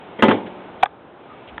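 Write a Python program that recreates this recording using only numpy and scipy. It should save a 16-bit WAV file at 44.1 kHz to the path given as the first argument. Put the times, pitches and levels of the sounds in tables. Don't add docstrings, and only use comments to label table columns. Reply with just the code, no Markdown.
import sys
import numpy as np
from scipy import signal
from scipy.fft import rfft, irfft, next_fast_len
from scipy.io import wavfile

SR = 44100
rng = np.random.default_rng(int(sys.argv[2]) if len(sys.argv) > 2 else 0)


def master_out(mix):
    frames = np.transpose(np.atleast_2d(mix))
    ceiling = np.clip(frames, -1, 1)
    pcm = np.round(ceiling * 32767).astype(np.int16)
    wavfile.write(sys.argv[1], SR, pcm)


N = 70560
CLICK_ATTACK_S, CLICK_LOW_HZ = 0.00071, 517


def amp(db):
    return 10 ** (np.asarray(db) / 20)


def unit(x):
    return x / np.sqrt(np.mean(x ** 2) + 1e-20)


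def along(points, hz):
    f, v = np.transpose(points)
    return np.interp(np.log(hz + 1), np.log(f + 1), v)


def filtered(x, response):
    size = next_fast_len(N + SR // 2)
    return irfft(rfft(x, size) * response(np.fft.rfftfreq(size, 1 / SR)), size)[:N]


def low_cut(x, hz, order):
    return signal.sosfilt(signal.butter(order, hz, 'high', fs=SR, output='sos'), x)


def noise(spectrum):
    return unit(filtered(rng.standard_normal(N), lambda hz: amp(along(spectrum, hz))))


def fade(t, t60):
    return np.exp(-np.log(1000) * t / t60)


def rise(t, attack_s):
    return 1 - np.exp(-t / attack_s)


def mode(t, hz, db, t60):
    return amp(db) * np.sin(2 * np.pi * hz * t) * fade(t, t60)


def add(track, s, sound):
    start = int(np.clip(round(s * SR), 0, N - 1))
    part = sound[:N - start]
    track[start:start + len(part)] += part


def outdoors():
    # (time [s], rush level [dB], hiss level [dB])
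    levels = [(0, -40, -47.5), (.55, -39, -46.5), (.82, -39.5, -50.5), (.89, -44.5, -59),
              (1.15, -44, -56.5), (1.33, -42, -49), (1.6, -40.5, -49)]
    # (frequency [Hz], relative spectral density [dB])
    rush_spectrum = [(30, -29.5), (70, -12.5), (180, -5.5), (330, -2), (560, -4.5), (820, -4.5),
                     (1100, -10.5), (1500, -13), (2200, -27.5)]
    hiss_spectrum = [(500, -40), (1400, -9), (2200, 1), (3200, -4), (4000, -8)]
    s, rush_db, hiss_db = np.transpose(levels)
    t = np.arange(N) / SR
    rush = amp(np.interp(t, s, rush_db)) * noise(rush_spectrum)
    hiss = amp(np.interp(t, s, hiss_db)) * noise(hiss_spectrum)
    return rush + hiss


def sheet():
    # (frequency [Hz], relative spectral density [dB])
    spectrum = [(40, -39.5), (70, -21.5), (110, -6), (155, -21), (195, 0), (500, 4), (620, -3), (880, 0),
                (1300, -15.5), (1800, -15.5), (2300, -14.5), (2600, -22), (3200, -17.5), (4000, -23.5)]
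    # (frequency [Hz], t60 [s])
    sheet_t60 = [(200, 0.2), (900, 0.082), (3500, 0.19)]
    stand_t60 = [(200, 0.65), (900, 0.61), (3500, 0.37)]
    hz, t, bands = signal.stft(noise(spectrum), SR, nperseg=256)
    sheet_decay = fade(t, along(sheet_t60, hz)[:, None])
    stand_decay = amp(-12.5) * fade(t, along(stand_t60, hz)[:, None])
    return signal.istft(bands * (sheet_decay + stand_decay), SR, nperseg=256)[1][:N]


def lid():
    # (time [s], clatter level [dB], ring level [dB], thump level [dB], crack level [dB])
    blows = [(.1895, -27.5, -28.5, -32, -38.5), (0.2233, -13, -12, -35, 0), (0.2312, -17.5, -20, 0, -11.5),
             (0.2361, -12.5, -22, -14.5, -7.5), (0.2448, -26, -27, -26.5, -16), (0.2829, -17, -18.5, 3, -7),
             (0.2899, -14.5, -29.5, -9, -14), (.3080, -18, -39, -27, -11.5),
             (0.3126, -18, -24.5, -34.5, -12), (0.3178, -21.5, -26, -26, -15)]
    # (frequency [Hz], relative level [dB], t60 [s])
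    steel_modes = [(107, -10.5, .42), (215, 3, .25), (281, -4, .3), (304, 1.5, .3), (387, 2.5, .25),
                   (479, -6, .27), (526, 1.5, .25), (565, -3, .25), (755, -8, .35), (873, -1, .27),
                   (1023, -6, .2), (1190, -7, .2), (1257, -8, .2), (1442, -8, .22), (1778, -12, .2),
                   (1999, -3.5, .22), (2926, -13, .15), (3141, -7.5, .14), (3224, -10, .15)]
    # (frequency [Hz], relative spectral density [dB])
    crack_spectrum = [(300, -17.5), (1000, 3.5), (1400, 2.5), (2400, -5.5), (3100, -1), (3600, -20.5),
                      (4000, -10.5)]
    out, t = np.zeros(N), np.arange(N) / SR
    thump = mode(t, hz=239.4, db=0, t60=0.05) * rise(t, attack_s=0.0025)
    thump = low_cut(thump, hz=164.4, order=2)
    modes = np.array([mode(t, hz, db, t60) for hz, db, t60 in steel_modes])
    polarity = (-1) ** np.arange(len(modes))
    for s, clatter_db, ring_db, thump_db, crack_db in blows:
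        strengths = amp(rng.normal(ring_db, 2, len(modes)))
        ring = (polarity * strengths) @ modes / 2
        crack = amp(crack_db) * noise(crack_spectrum) * fade(t, t60=0.027)
        clatter = amp(clatter_db) * sheet()
        clank = (ring + crack + clatter) * rise(t, attack_s=0.00051)
        add(out, s, clank + amp(thump_db) * thump)
    return low_cut(out, hz=71, order=3)


def scuffs_and_rumble():
    # (peak time [s], time spread [s], level [dB], centre frequency [Hz], band spread [octaves])
    swells = [(0.198, 0.0027, -33.5, 1980, 0.16), (0.208, 0.0026, -29.5, 2010, 0.14),
              (0.473, 0.0079, -40.5, 1970, 0.67), (0.812, 0.012, -50, 3130, 0.33),
              (1.317, 0.018, -40.5, 1227, 0.064), (1.488, 0.0095, -44.5, 2760, 0.38),
              (1.57, 0.072, -53, 66.5, 0.41)]
    out, t = np.zeros(N), np.arange(N) / SR
    for s, spread_s, db, centre_hz, octaves in swells:
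        white = rng.standard_normal(N)
        band = filtered(white, lambda hz: np.exp(-.5 * (np.log2((hz + 1) / centre_hz) / octaves) ** 2))
        envelope = np.exp(-.5 * ((t - s) / spread_s) ** 2)
        out += amp(db) * unit(band) * envelope
    return out


def firebox():
    # (frequency [Hz], relative level [dB], t60 [s])
    barrel_modes = [(184.6, -14.5, 1.38), (228, -12.5, 0.82), (301.2, 9.5, .21), (358.5, -13.5, 1.4),
                    (536, -19, .45), (845, -5.5, 0.19)]
    seated_s, hum_db = .318, -20.5
    out, t = np.zeros(N), np.arange(N) / SR
    hum = sum(mode(t, hz, db, t60) for hz, db, t60 in barrel_modes)
    add(out, seated_s, amp(hum_db) * hum * rise(t, attack_s=0.013))
    return out


def clicks():
    # (time [s], ring level [dB], tilt [dB/octave], pitch [ratio], snap level [dB])
    transients = [(.8277, -20, 11.5, 1.03, -26), (.8292, -8, 1.5, 1.35, -8), (.8320, 0, 4, 1.01, -2.5),
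                  (.8331, 5.5, -21.5, 0.98, -9), (.8384, -3, -25, 0.99, -28),
                  (0.8578, -35, 16.5, 1.01, -35), (0.8590, -13, 2.5, 1.055, -32)]
    # (frequency [Hz], relative level [dB], t60 [s])
    part_modes = [(772, 2.5, 0.015), (1133.5, -4.5, 0.023), (1519, -3, 0.013), (1760, -19.5, 0.02),
                  (2130, -7, 0.0082), (2250, -13, 0.0034), (3360, -23, 0.016), (3550, -17.5, 0.0054)]
    # (frequency [Hz], relative spectral density [dB])
    snap_spectrum = [(400, -29), (900, 8.5), (3300, 16), (4000, -16)]
    # (delay [s], level [dB])
    echoes = [(.0072, -15), (.0132, -22)]
    direct, t = np.zeros(N), np.arange(SR // 10) / SR
    lowest_hz, echo_top_hz = part_modes[0][0], 1790
    for s, ring_db, tilt, pitch, snap_db in transients:
        ring = sum(mode(t, hz * pitch, db + tilt * np.log2(hz / lowest_hz), t60)
                   for hz, db, t60 in part_modes)
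        snap = amp(snap_db) * noise(snap_spectrum)[:len(t)] * fade(t, t60=0.008)
        add(direct, s, (amp(ring_db) * ring + snap) * rise(t, CLICK_ATTACK_S))
    out = direct.copy()
    dulled = filtered(direct, lambda hz: 1 / (1 + (hz / echo_top_hz) ** 2))
    for delay, db in echoes:
        add(out, delay, amp(db) * dulled)
    return low_cut(out, CLICK_LOW_HZ, order=3)


def tick():
    # (frequency [Hz], relative level [dB], t60 [s])
    knock_modes = [(940, 0, 0.015), (1360, 3, 0.011), (1750, 6.5, 0.009), (2020, -12, 0.0065),
                   (3350, 1, 0.0046)]
    knock_s, knock_db = 1.580, -17
    out, t = np.zeros(N), np.arange(SR // 10) / SR
    ring = sum(mode(t, hz, db, t60) for hz, db, t60 in knock_modes)
    add(out, knock_s, amp(knock_db) * ring * rise(t, CLICK_ATTACK_S))
    return low_cut(out, CLICK_LOW_HZ, order=3)


def scene():
    return (lid() + firebox() + clicks() + tick() + scuffs_and_rumble() + outdoors())[None]


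def record(dry):
    # (frequency [Hz], gain [dB])
    microphone = [(3000, 0), (3600, -1.5), (3950, -10), (4300, -19), (4700, -38), (6000, -96.5)]
    # (frequency [Hz], gain [dB])
    output_tone = [(4000, 0), (4800, -11.5), (6500, -4), (8000, -2.5), (15000, -1)]
    ceiling, knee, top_hz = 0.71, 13, 16000
    x = filtered(dry[0], lambda hz: amp(along(microphone, hz)))
    x = x / (1 + np.abs(x / ceiling) ** knee) ** (1 / knee)
    x = filtered(x, lambda hz: amp(along(output_tone, hz)))
    return filtered(x, lambda hz: 1 / (1 + (hz / top_hz) ** 60))[None]


dry = scene()
out = record(dry)
master_out(out)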